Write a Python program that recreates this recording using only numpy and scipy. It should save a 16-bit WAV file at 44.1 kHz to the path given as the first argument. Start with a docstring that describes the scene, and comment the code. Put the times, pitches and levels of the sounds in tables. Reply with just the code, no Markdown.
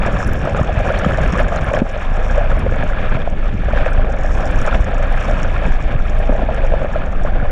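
"""Vortex shedding rocks a pole in the wake of a moving boat at a low, wavering rate.
The pole carries a camera in a sealed housing, which turbulent eddies buffet and thump.
Bubbly water, surging with foam, excites the air cavity and the walls of the housing:
it booms, patters, fizzes, pops and knocks. A loose fitting rattles in short bright
clusters as impacts excite its modes."""
import sys
import numpy as np
from scipy import signal
from scipy.fft import rfft, irfft, next_fast_len
from scipy.io import wavfile
from scipy.ndimage import map_coordinates

SR = 44100
rng = np.random.default_rng(int(sys.argv[2]) if len(sys.argv) > 2 else 0)


def store_wav(level_fs):
    """Save 16-bit WAV to argv[1]."""
    pcm = np.round(np.clip(np.atleast_2d(level_fs), -1, 1) * 32767)
    wavfile.write(sys.argv[1], SR, pcm.T.astype(np.int16))


N = 331191


def amp(db):
    """Amplitude ratio of a level in decibels."""
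    return 10 ** (np.asarray(db) / 20)


def unit(x):
    """Normalisation to rms 1."""
    return x / np.sqrt(np.mean(x ** 2) + 1e-20)


def curves(rows):
    """Linear interpolation, per sample, of each column after the time."""
    times, *columns = np.transpose(rows)
    return [np.interp(np.arange(N) / SR, times, column) for column in columns]


def wobble(rate):
    """Random modulation: a spline through `rate` knots a second."""
    return map_coordinates(rng.standard_normal(int(N * rate / SR) + 4), [np.arange(N) * rate / SR])


def filtered(x, response):
    """Linear filtering: the spectrum times a frequency response."""
    size = next_fast_len(N + SR // 2)
    return irfft(rfft(x, size) * response(np.fft.rfftfreq(size, 1 / SR)), size)[:N]


def colour(points):
    """Response through (f/Hz, level/dB) points on a log axis."""
    f, db = np.transpose(points)
    return lambda hz: amp(np.interp(np.log(hz + 1), np.log(f + 1), db))


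def resonances(modes):
    """Modal superposition: damped resonators of alternating sign."""
    return lambda f: sum((-1) ** k * amp(db) * 1j * f * width / (f0 * f0 - f * f + 1j * f * width)
                         for k, (f0, width, db) in enumerate(modes))


def muffled(x, hz):
    """Transmission loss: the housing wall takes the treble off."""
    return filtered(x, lambda f: 1 / (1 + 1j * f / hz) ** 4)


def impacts(per_second, spread_db):
    """Poisson process: impulses of either sign, a few far stronger than the rest."""
    hit = rng.random(N) < per_second / SR
    return hit * rng.standard_normal(N) * amp(spread_db * np.minimum(rng.exponential(size=N), 4))


def scrapes(per_second, spread_db, t60):
    """Exponential decay: each random contact leaves a dying burst of noise."""
    contacts = np.abs(impacts(per_second, spread_db))
    envelope = signal.lfilter([1], [1, -amp(-60 / (t60 * SR))], contacts)
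    return unit(envelope * rng.standard_normal(N))


def rings(rows, attack, noisy=0):
    """Damped oscillation plus noise for each (t/s, level/dB, f/Hz, T60/s); f = 0 leaves only noise."""
    out, t = np.zeros(N + SR), np.arange(SR // 16) / SR
    for s, db, hz, t60 in rows:
        wave = np.sin(2 * np.pi * hz * t) + noisy * rng.standard_normal(len(t))
        envelope = amp(-60 * t / t60) * (1 - np.exp(-t / attack))
        out[round(s * SR):][:len(t)] += amp(db) * envelope / envelope.max() * wave
    return out[:N]


def bubbles(per_second, hz, octaves, cycles, spread_db, samples):
    """Bubble resonance: a swarm of damped tones, each rising a little in pitch."""
    when, tuning, rank = np.hsplit(rng.random((int(8 * per_second), 3)), 3)
    pitch = hz * 2 ** (octaves * (2 * tuning - 1))
    turns = pitch * np.arange(samples) / SR
    strength = amp(-spread_db * np.log(rank + 0.016))
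    envelope = strength * np.exp(-turns / cycles) * (1 - np.exp(-turns / 0.31))
    wave = envelope * np.sin(2 * np.pi * turns * (1 + 0.012 * turns))
    at = (when * N).astype(int) + np.arange(samples)
    return unit(np.bincount(at.ravel(), wave.ravel())[:N])


# Vortices leaving the pole: t/s, f/Hz, level/dB
SHEDDING = [(0, 14.6, -21.5), (0.45, 11.7, -25.5), (0.7, 14, -47), (0.9, 12, -43), (1.35, 19.3, -26),
            (1.8, 23, -24), (2.05, 22, -16), (2.4, 24.7, -13), (2.8, 18.9, -11.5), (3.15, 17.7, -14.5),
            (3.45, 22, -15.5), (3.7, 21, -16.5), (3.9, 24.5, -11.5), (4.45, 18.1, -15.5), (4.8, 22, -12.5),
            (5.4, 28.8, -15.5), (5.75, 20.3, -12), (6.2, 25.4, -13), (6.55, 20.3, -13), (6.9, 20.7, -13),
            (7.5, 13.7, -13)]
# Partials of the rocking: harmonic number, level/dB
HARMONICS = [(1, 0.5), (2, -7), (3, -18), (4, -20)]
def rocking():
    """Vortex shedding: each vortex pushes quickly and lets go slowly, never quite in time."""
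    hz, db = curves(SHEDDING)
    phase = 2 * np.pi * np.cumsum(hz * (1 + 0.1596 * wobble(18))) / SR
    wave = sum(amp(level + 4.4 * np.tanh(wobble(14))) * np.cos(k * phase + (k - 1) * np.pi / 4)
               for k, level in HARMONICS)
    return amp(db) * unit(wave)


# Eddy pressure spectrum: f/Hz, level/dB
EDDIES = [(5, -35.5), (9, -20), (25, -1), (50, -4), (100, -12), (200, -16.5), (300, -23.5), (450, -28),
          (900, -73), (4000, -150)]
# Strength of the eddies: t/s, level/dB
BUFFETING = [(0, -17), (1.2, -16), (1.75, -22), (1.95, -25), (2.35, -20), (2.8, -18), (3.55, -22),
             (4.7, -17.5), (5.1, -23.5), (5.4, -16.5), (5.7, -21), (6.3, -20.5), (6.7, -20.5), (7.5, -20.5)]
def buffet(lift_db):
    """Turbulent pressure fluctuation: eddies of all sizes strike in lumps."""
    db, = curves(BUFFETING)
    lumps = amp(0.95 * wobble(17) + 2.12 * wobble(40)) * rng.standard_normal(N)
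    return amp(db + 0.37 * lift_db) * unit(filtered(lumps, colour(EDDIES)))


# Modes of the air in the housing: f/Hz, bandwidth/Hz, level/dB
CAVITY = [(522, 152, -1.5), (641.3, 123.5, 1), (777, 130, -3)]
def boom(gust, flurry):
    """Cavity resonance: foam drives the enclosed air while bubbles glug."""
    drive = amp(0.84 * gust + 2.7 * flurry) * impacts(2200, spread_db=3.0)
    air = unit(filtered(drive, lambda hz: resonances(CAVITY)(hz) ** 2))
    glugs = bubbles(90, hz=604, octaves=0.46, cycles=1.7, spread_db=2.5, samples=1500)
    return unit(air + muffled(amp(-7 + 1.5 * gust) * glugs, hz=2500))


# Response of the housing walls: f/Hz, level/dB
WALLS = [(300, -13), (700, -2), (900, -7), (1360, -2), (1500, -3.5), (1680, 1.5), (1960, -9), (2390, -5),
         (2820, -12.5), (3500, -15), (3720, -18), (3930, -28), (4200, -25.5), (4800, -30), (9000, -46),
         (13500, -105)]
def patter(gust, flurry, upper_db, lift_db):
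    """Structure-borne sound: spray, small bubbles and splashes pass through the walls."""
    spray = amp(1.52 * flurry + 1.37 * wobble(45)) * unit(impacts(9000, spread_db=2.5))
    swarm = amp(-7.5) * bubbles(900, hz=1998, octaves=1.311, cycles=4.8, spread_db=4.0, samples=500)
    splashes = amp(-9 + 0.7 * lift_db) * scrapes(140, spread_db=2, t60=0.016)  # surges break coarser
    walls = unit(filtered(amp(0.79 * gust) * (spray + swarm + splashes), colour(WALLS)))
    upper_band = filtered(walls, lambda hz: 1 / (1 + (1900 / (hz + 1)) ** 8))
    return walls + (amp(upper_db) - 1) * upper_band


# Spectrum of the finest bubbles: f/Hz, level/dB
SIZZLE = [(6000, -50), (9000, -1), (11800, -4), (15000, -20)]
def fizz():
    """Incoherent summation: the finest bubbles merge into flurries of hiss."""
    flurries = amp(5 * wobble(12) + 2.5 * wobble(35))
    grains = rng.standard_normal(N) + amp(6) * scrapes(500, spread_db=4.5, t60=0.01)
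    return unit(filtered(flurries * grains, colour(SIZZLE)))


# Foam in the passing water: t/s, patter level/dB, boom level/dB
FOAM = [(0.0, -25, -26.5), (0.5, -30, -26), (0.96, -25, -24), (1.65, -32, -28), (1.79, -39, -31),
        (2.02, -30, -30), (2.36, -28, -26), (2.6, -29.5, -30), (3.01, -31, -30.5), (3.32, -36.5, -33),
        (3.63, -35, -34), (3.8, -28, -27.5), (4.1, -31.5, -27.5), (4.5, -29.5, -28.5), (4.91, -29, -27.5),
        (5.3, -28, -28), (5.97, -33.5, -30.5), (6.2, -32, -28), (6.39, -34, -27.5), (6.56, -31.5, -29.5),
        (6.79, -31.5, -25.5), (7.16, -33.5, -30.5), (7.5, -32.5, -28.5)]
# Its treble: t/s, patter gain above 1900 Hz/dB, fizz level/dB
TREBLE = [(0, -2, -79), (0.9, 0.5, -74), (1.25, -0.5, -70), (1.75, -1.5, -71), (1.95, 4.5, -80),
          (2.1, -2.5, -84), (3.1, 1, -86), (3.5, 2.5, -87), (4.1, -1.5, -82), (4.6, 0, -70), (5.25, 0, -76),
          (5.9, 2, -84), (6.5, 0.5, -82), (7.5, -0.5, -86)]
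def foam(lift_db):
    """Amplitude modulation: the same gusts of foam sway boom and patter, under a free-running fizz."""
    patter_db, boom_db = curves(FOAM)
    upper_db, fizz_db = curves(TREBLE)
    gust, flurry = wobble(22), wobble(60)
    return (amp(boom_db + 0.68 * lift_db) * boom(gust, flurry)
            + amp(patter_db + lift_db) * patter(gust, flurry, upper_db, lift_db)
            + amp(fizz_db) * fizz())


def fitting(drive, modes):
    """Forced vibration: the fitting's modes, confined to about 5200-9300 Hz."""
    band = lambda hz: np.clip(hz / 5200, 0, 1) ** 6 / (1 + (hz / 9300) ** 11)
    return filtered(drive, lambda hz: resonances(modes)(hz) * band(hz))


# Modes of the loose fitting: f/Hz, bandwidth/Hz, level/dB
FITTING_MODES = [(5510, 520, 0.5), (6890, 580, 0), (7900, 1400, -8)]
# Response of its thin edge: f/Hz, level/dB
EDGE = [(6000, -59), (8500, 2), (10300, 9), (11800, -4), (13000, -10), (15500, -22.5)]
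# Strength of its chatter: t/s, level/dB
CHATTER = [(0.0, -53), (0.14, -45), (0.54, -52.5), (1.1, -48), (1.35, -52), (1.97, -54), (2.43, -54.5),
           (3.46, -58.5), (3.82, -56), (4.17, -60), (4.32, -47.5), (4.6, -50), (4.81, -54), (4.96, -61),
           (5.27, -46.5), (5.5, -51), (5.75, -55.5), (7.45, -61)]
def rattle(lift_db):
    """Impact excitation: clustered contacts sound all modes, the lowest alone, or the thin edge."""
    db, = curves(CHATTER)
    cluster = amp(3.6 * wobble(30))
    hiss = amp(-9.5 + 2.2 * wobble(25)) * rng.standard_normal(N)
    full_drive = scrapes(220 * cluster, spread_db=-1.0, t60=0.012) + hiss
    low_drive = amp(-4.5) * scrapes(80 * cluster, spread_db=3.5, t60=0.02)
    edge_drive = scrapes(260 * cluster, spread_db=4.5, t60=0.012) + amp(-10) * hiss
    body = unit(fitting(full_drive, FITTING_MODES) + fitting(low_drive, FITTING_MODES[:1]))
    edge = amp(-18.5) * unit(filtered(edge_drive, colour(EDGE)))
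    return amp(db + 0.26 * lift_db - 3) * (body + edge)


# Dense clouds of foam: crest t/s, lift/dB, build time/s
SURGES = [(0.08, 1, .13), (0.619, 3.5, 0.073), (1.07, -0.5, 0.042), (1.415, 9, 0.069), (1.803, 13.5, 0.19),
          (3.165, 5.5, 0.1), (3.222, 5, 0.14), (3.79, 1, 0.14), (3.89, 4.5, 0.093), (4.635, 1.5, 0.0097),
          (4.681, 5, 0.019), (4.764, 4.5, 0.08), (5.727, 4, 0.12), (5.915, 5.5, 0.029)]
def surges(fall_s=0.0081, lull_depth=0.36, refill_s=0.035):
    """Advection: each passing cloud builds a lift in dB, then drops into a lull of clear water."""
    t = np.arange(N) / SR
    lift_db = np.zeros(N)
    for s, db, build_s in SURGES:
        offset = np.abs(t - s)
        crest = np.exp(-offset / np.where(t < s, build_s, fall_s))
        lull = (1 - crest) * (t > s) * np.exp(-offset / refill_s)
        lift_db += db * (crest - lull_depth * lull)
    return lift_db


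# Short pops of small bubbles, and one low, short knock at 3.275 s: t/s, level/dB, f/Hz
POPS = [(0.0594, -20, 1590), (0.228, -10.5, 1280), (0.5468, -11.5, 1390), (0.592, -12, 1280),
        (0.959, -14, 3170), (0.973, -13, 4300), (1.036, -13, 2900), (1.0455, -7.5, 1250), (1.05, -10, 3200),
        (1.119, -13, 1710), (1.174, -20, 3940), (1.354, -9, 1190), (1.383, -11.5, 1750), (1.393, -15, 1700),
        (1.444, -13, 1510), (1.521, -13, 1200), (1.573, -14, 4120), (1.747, -12, 3200), (1.389, -18, 2970),
        (1.767, -10, 1690), (2.825, -10, 1670), (3.123, -13, 1590), (3.218, -14.5, 3390),
        (3.275, -7.5, 675), (3.774, -11, 1620), (3.879, -15, 1730), (4.618, -15, 1310), (4.651, -11, 1700),
        (4.689, -14.5, 2400), (4.728, -7.5, 1400), (5.7198, -18, 1598), (7.2724, -14, 1174)]
def pops():
    """Damped resonance: each is a brief tone with a spit of noise that weakens below 1500 Hz."""
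    spits = [(s, db - 17 * np.clip(np.log2(1500 / hz), 0, 2), 0, 0.02) for s, db, hz in POPS]
    spit = rings(spits, attack=0.0012, noisy=0.67)
    tone = rings([(s, db, hz, 0.018) for s, db, hz in POPS], attack=0.00035)
    return muffled(muffled(tone + spit, hz=4930), hz=4430)


# Single strikes of the fitting: t/s, level/dB
TICKS = [(0.0628, -26.5), (0.3334, -29), (0.4509, -31), (0.5663, -30), (0.5996, -34), (0.6295, -41),
         (0.7473, -37), (0.7907, -30), (0.852, -31), (0.8735, -34), (0.9887, -24), (1.0466, -29),
         (1.1329, -31), (1.1728, -30), (1.2766, -32), (1.323, -27), (1.376, -31), (1.4826, -31),
         (1.541, -41), (1.56, -25), (1.7066, -40), (1.734, -29.5), (1.7859, -37), (2.162, -39),
         (2.2264, -35), (2.2548, -39), (2.2818, -34), (2.3111, -35), (2.3571, -35), (2.3781, -34),
         (2.5024, -31), (2.5935, -34), (2.8385, -39), (3.8591, -36), (3.9315, -32), (4.097, -35),
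         (4.1206, -37), (4.165, -39), (4.186, -36), (4.2099, -34), (4.2343, -33), (4.2613, -32),
         (4.3371, -39), (4.404, -33), (4.4553, -25), (4.5095, -38), (4.5576, -32), (4.615, -24),
         (4.6629, -25), (4.745, -34), (4.759, -42), (4.809, -30.5), (4.843, -32), (4.944, -35),
         (4.9811, -32), (5.0276, -31.5), (5.1235, -36), (5.1991, -36), (5.245, -29), (5.3678, -43),
         (5.3866, -35), (5.4304, -27), (5.665, -33), (5.8242, -37), (6.0013, -48), (6.0971, -33.5),
         (6.1848, -35), (6.331, -38), (6.361, -38), (6.5449, -31), (6.6485, -39), (6.6648, -34),
         (6.8301, -37), (6.9312, -36), (7.0606, -39), (7.234, -35)]
def ticks(rebound_s=0.0096, rebound_db=-7.5, graze_db=-10.5):
    """Inelastic collision: after a faint graze the fitting strikes and rebounds twice."""
    contacts = []
    for s, db in TICKS:
        for k in range(-1, 3):  # graze, strike, two rebounds
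            onset = s + k * rebound_s * rng.uniform(0.24, 1.2)
            level = db + abs(k) * rebound_db + (k < 0) * graze_db + (k != 0) * rng.normal(0, 3)
            contacts.append((onset, level, 0, 0.008))
    return fitting(rings(contacts, attack=0.00086, noisy=1.77), FITTING_MODES)


# Big bubbles: t/s, level/dB, f/Hz, relative slap level/dB, T60/s
KNOCKS = [(0.081, -10, 575, -11, 0.022), (0.473, -6.5, 616, -11, 0.027), (0.548, -14, 535, -16, 0.036),
          (0.594, -12.5, 596, -11, 0.033), (0.902, -10, 606, -13, 0.018), (1.045, -19, 760, -21, 0.026),
          (1.185, -7.5, 638, -23, 0.033), (1.215, -16, 681, -19, 0.029), (1.523, -11, 655, -7, 0.026),
          (1.714, -11, 600, -18, 0.03), (1.737, -8, 580, -4, 0.031), (1.774, -8, 610, -16, 0.017),
          (1.821, -11.5, 530, -15, 0.023), (1.964, -12.5, 600, -20, 0.026), (2.379, -6.5, 591, -14, 0.057),
          (2.41, -10.5, 668, -13, 0.048), (2.525, -16, 545, -17, 0.028), (2.57, -16, 616, -14, 0.033),
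          (2.663, -9.5, 514, -19, 0.037), (2.722, -13, 520, -7, 0.026), (2.764, -15, 590, -18, 0.026),
          (2.833, -11, 596, -21, 0.051), (3.17, -16, 655, -19, 0.052), (3.685, -10.5, 586, -17, 0.023),
          (3.734, -11.5, 610, -16, 0.025), (4.044, -12.5, 553, -7, 0.024), (4.19, -16, 544, -16, 0.026),
          (4.246, -11, 642.5, -15, 0.02), (4.406, -13.5, 529.3, -16, 0.021), (4.741, -13, 702, -10, 0.025),
          (4.754, -12, 629, -15, 0.055), (5.309, -13.5, 626.6, -8, 0.047), (6.201, -13, 610, -15, 0.026),
          (6.293, -6, 540, -24, 0.023), (6.325, -10.5, 627, -18, 0.032), (6.351, -10.5, 635, -15, 0.03),
          (6.393, -14.5, 775, -13, 0.026), (6.419, -12, 624, -11, 0.026), (6.488, -10.5, 632, -15, 0.04),
          (6.509, -15.5, 702, -15, 0.026), (6.603, -18, 605, -11, 0.039), (6.637, -15, 558.6, -16, 0.033),
          (6.658, -16, 590, -16, 0.03), (6.72, -11, 555, -18, 0.026), (6.738, -5.5, 573.4, -23, 0.029),
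          (6.817, -14, 602.6, -17, 0.026), (6.846, -8, 601, -18, 0.029), (6.957, -12, 604.6, -10, 0.051),
          (7.249, -9, 594, -20, 0.032)]
def knocks():
    """Transient excitation: a big bubble bursts with a tone, shakes the cavity and slaps the walls."""
    tone = rings([(s, db, hz, t60) for s, db, hz, _, t60 in KNOCKS], attack=0.00051)
    shake = rings([(s, db, 0, 2.3 * t60) for s, db, _, _, t60 in KNOCKS], attack=0.0008, noisy=1.43)
    slap = rings([(s, db + rel, 0, 0.022) for s, db, _, rel, _ in KNOCKS], attack=0.0014, noisy=3.4)
    return muffled(tone + filtered(shake, resonances(CAVITY)) + filtered(slap, colour(WALLS)), hz=3930)


# Pings of the fitting's edge: t/s, level/dB, f/Hz
PINGS = [(0.2299, -50, 8560), (0.2738, -33, 10240), (0.333, -32, 12000), (0.5332, -45, 8560),
         (0.631, -47, 9000), (0.8734, -49, 9470), (0.912, -46, 10300), (0.989, -33.5, 8500),
         (1.3753, -42.5, 8450), (1.402, -35, 10300), (1.5429, -53, 8640), (1.6444, -35.5, 9300),
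         (1.8701, -55, 8520), (1.926, -47, 9610), (2.593, -35, 9374), (2.838, -44, 8600),
         (3.7778, -50, 8570), (3.908, -42, 8907), (4.4692, -45, 10000), (4.5141, -43, 8505),
         (4.6137, -39, 8900), (4.6463, -43, 10150), (5.1243, -42.5, 10420), (5.162, -41.5, 9310),
         (5.3373, -47, 8990), (6.0581, -47.5, 10150), (6.192, -39.5, 9175), (6.545, -44, 9690)]
def pings():
    """Free vibration: the thin edge rings high and dies at once."""
    ringing = rings([(s, db, hz, 0.007) for s, db, hz in PINGS], attack=0.0001, noisy=0.68)
    return filtered(ringing, lambda hz: np.clip(hz / 8000, 0, 1) ** 5 / (1 + (hz / 12800) ** 14))


# The biggest eddies: t/s, level/dB, f/Hz
THUMPS = [(0.453, -9, 146), (0.599, -12.5, 150), (.612, -2, 125), (0.775, -5, 102), (1.064, -1, 177),
          (1.335, -6.5, 187), (1.8087, -7, 36), (1.8184, -1.5, 230), (3.151, -6, 124), (3.981, -6.5, 101.5),
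          (5.953, -9, 113), (6.295, -7.5, 260.4), (6.431, -11.5, 262), (7.429, -8, 98.8)]
def thumps():
    """Pressure transients: big eddies thump the housing, suction first."""
    return -rings([(s, db, hz, 0.027 + 1.6 / hz) for s, db, hz in THUMPS], attack=0.0003)


def scene():
    """Superposition at one microphone; surges lift the buffeting, boom, patter and rattle."""
    lift_db = surges()
    continuous = rocking() + buffet(lift_db) + foam(lift_db) + rattle(lift_db)
    return (continuous + pops() + ticks() + knocks() + pings() + thumps())[None]


def record(dry):
    """Saturation and band limiting: peaks round off softly and the highest treble is cut."""
    ceiling, top_hz = 0.9, 15700
    soft = dry[0] / (1 + np.abs(dry[0] / ceiling) ** 6) ** (1 / 6)
    return filtered(soft, lambda hz: hz < top_hz)[None]


dry = scene()
out = record(dry)
store_wav(out)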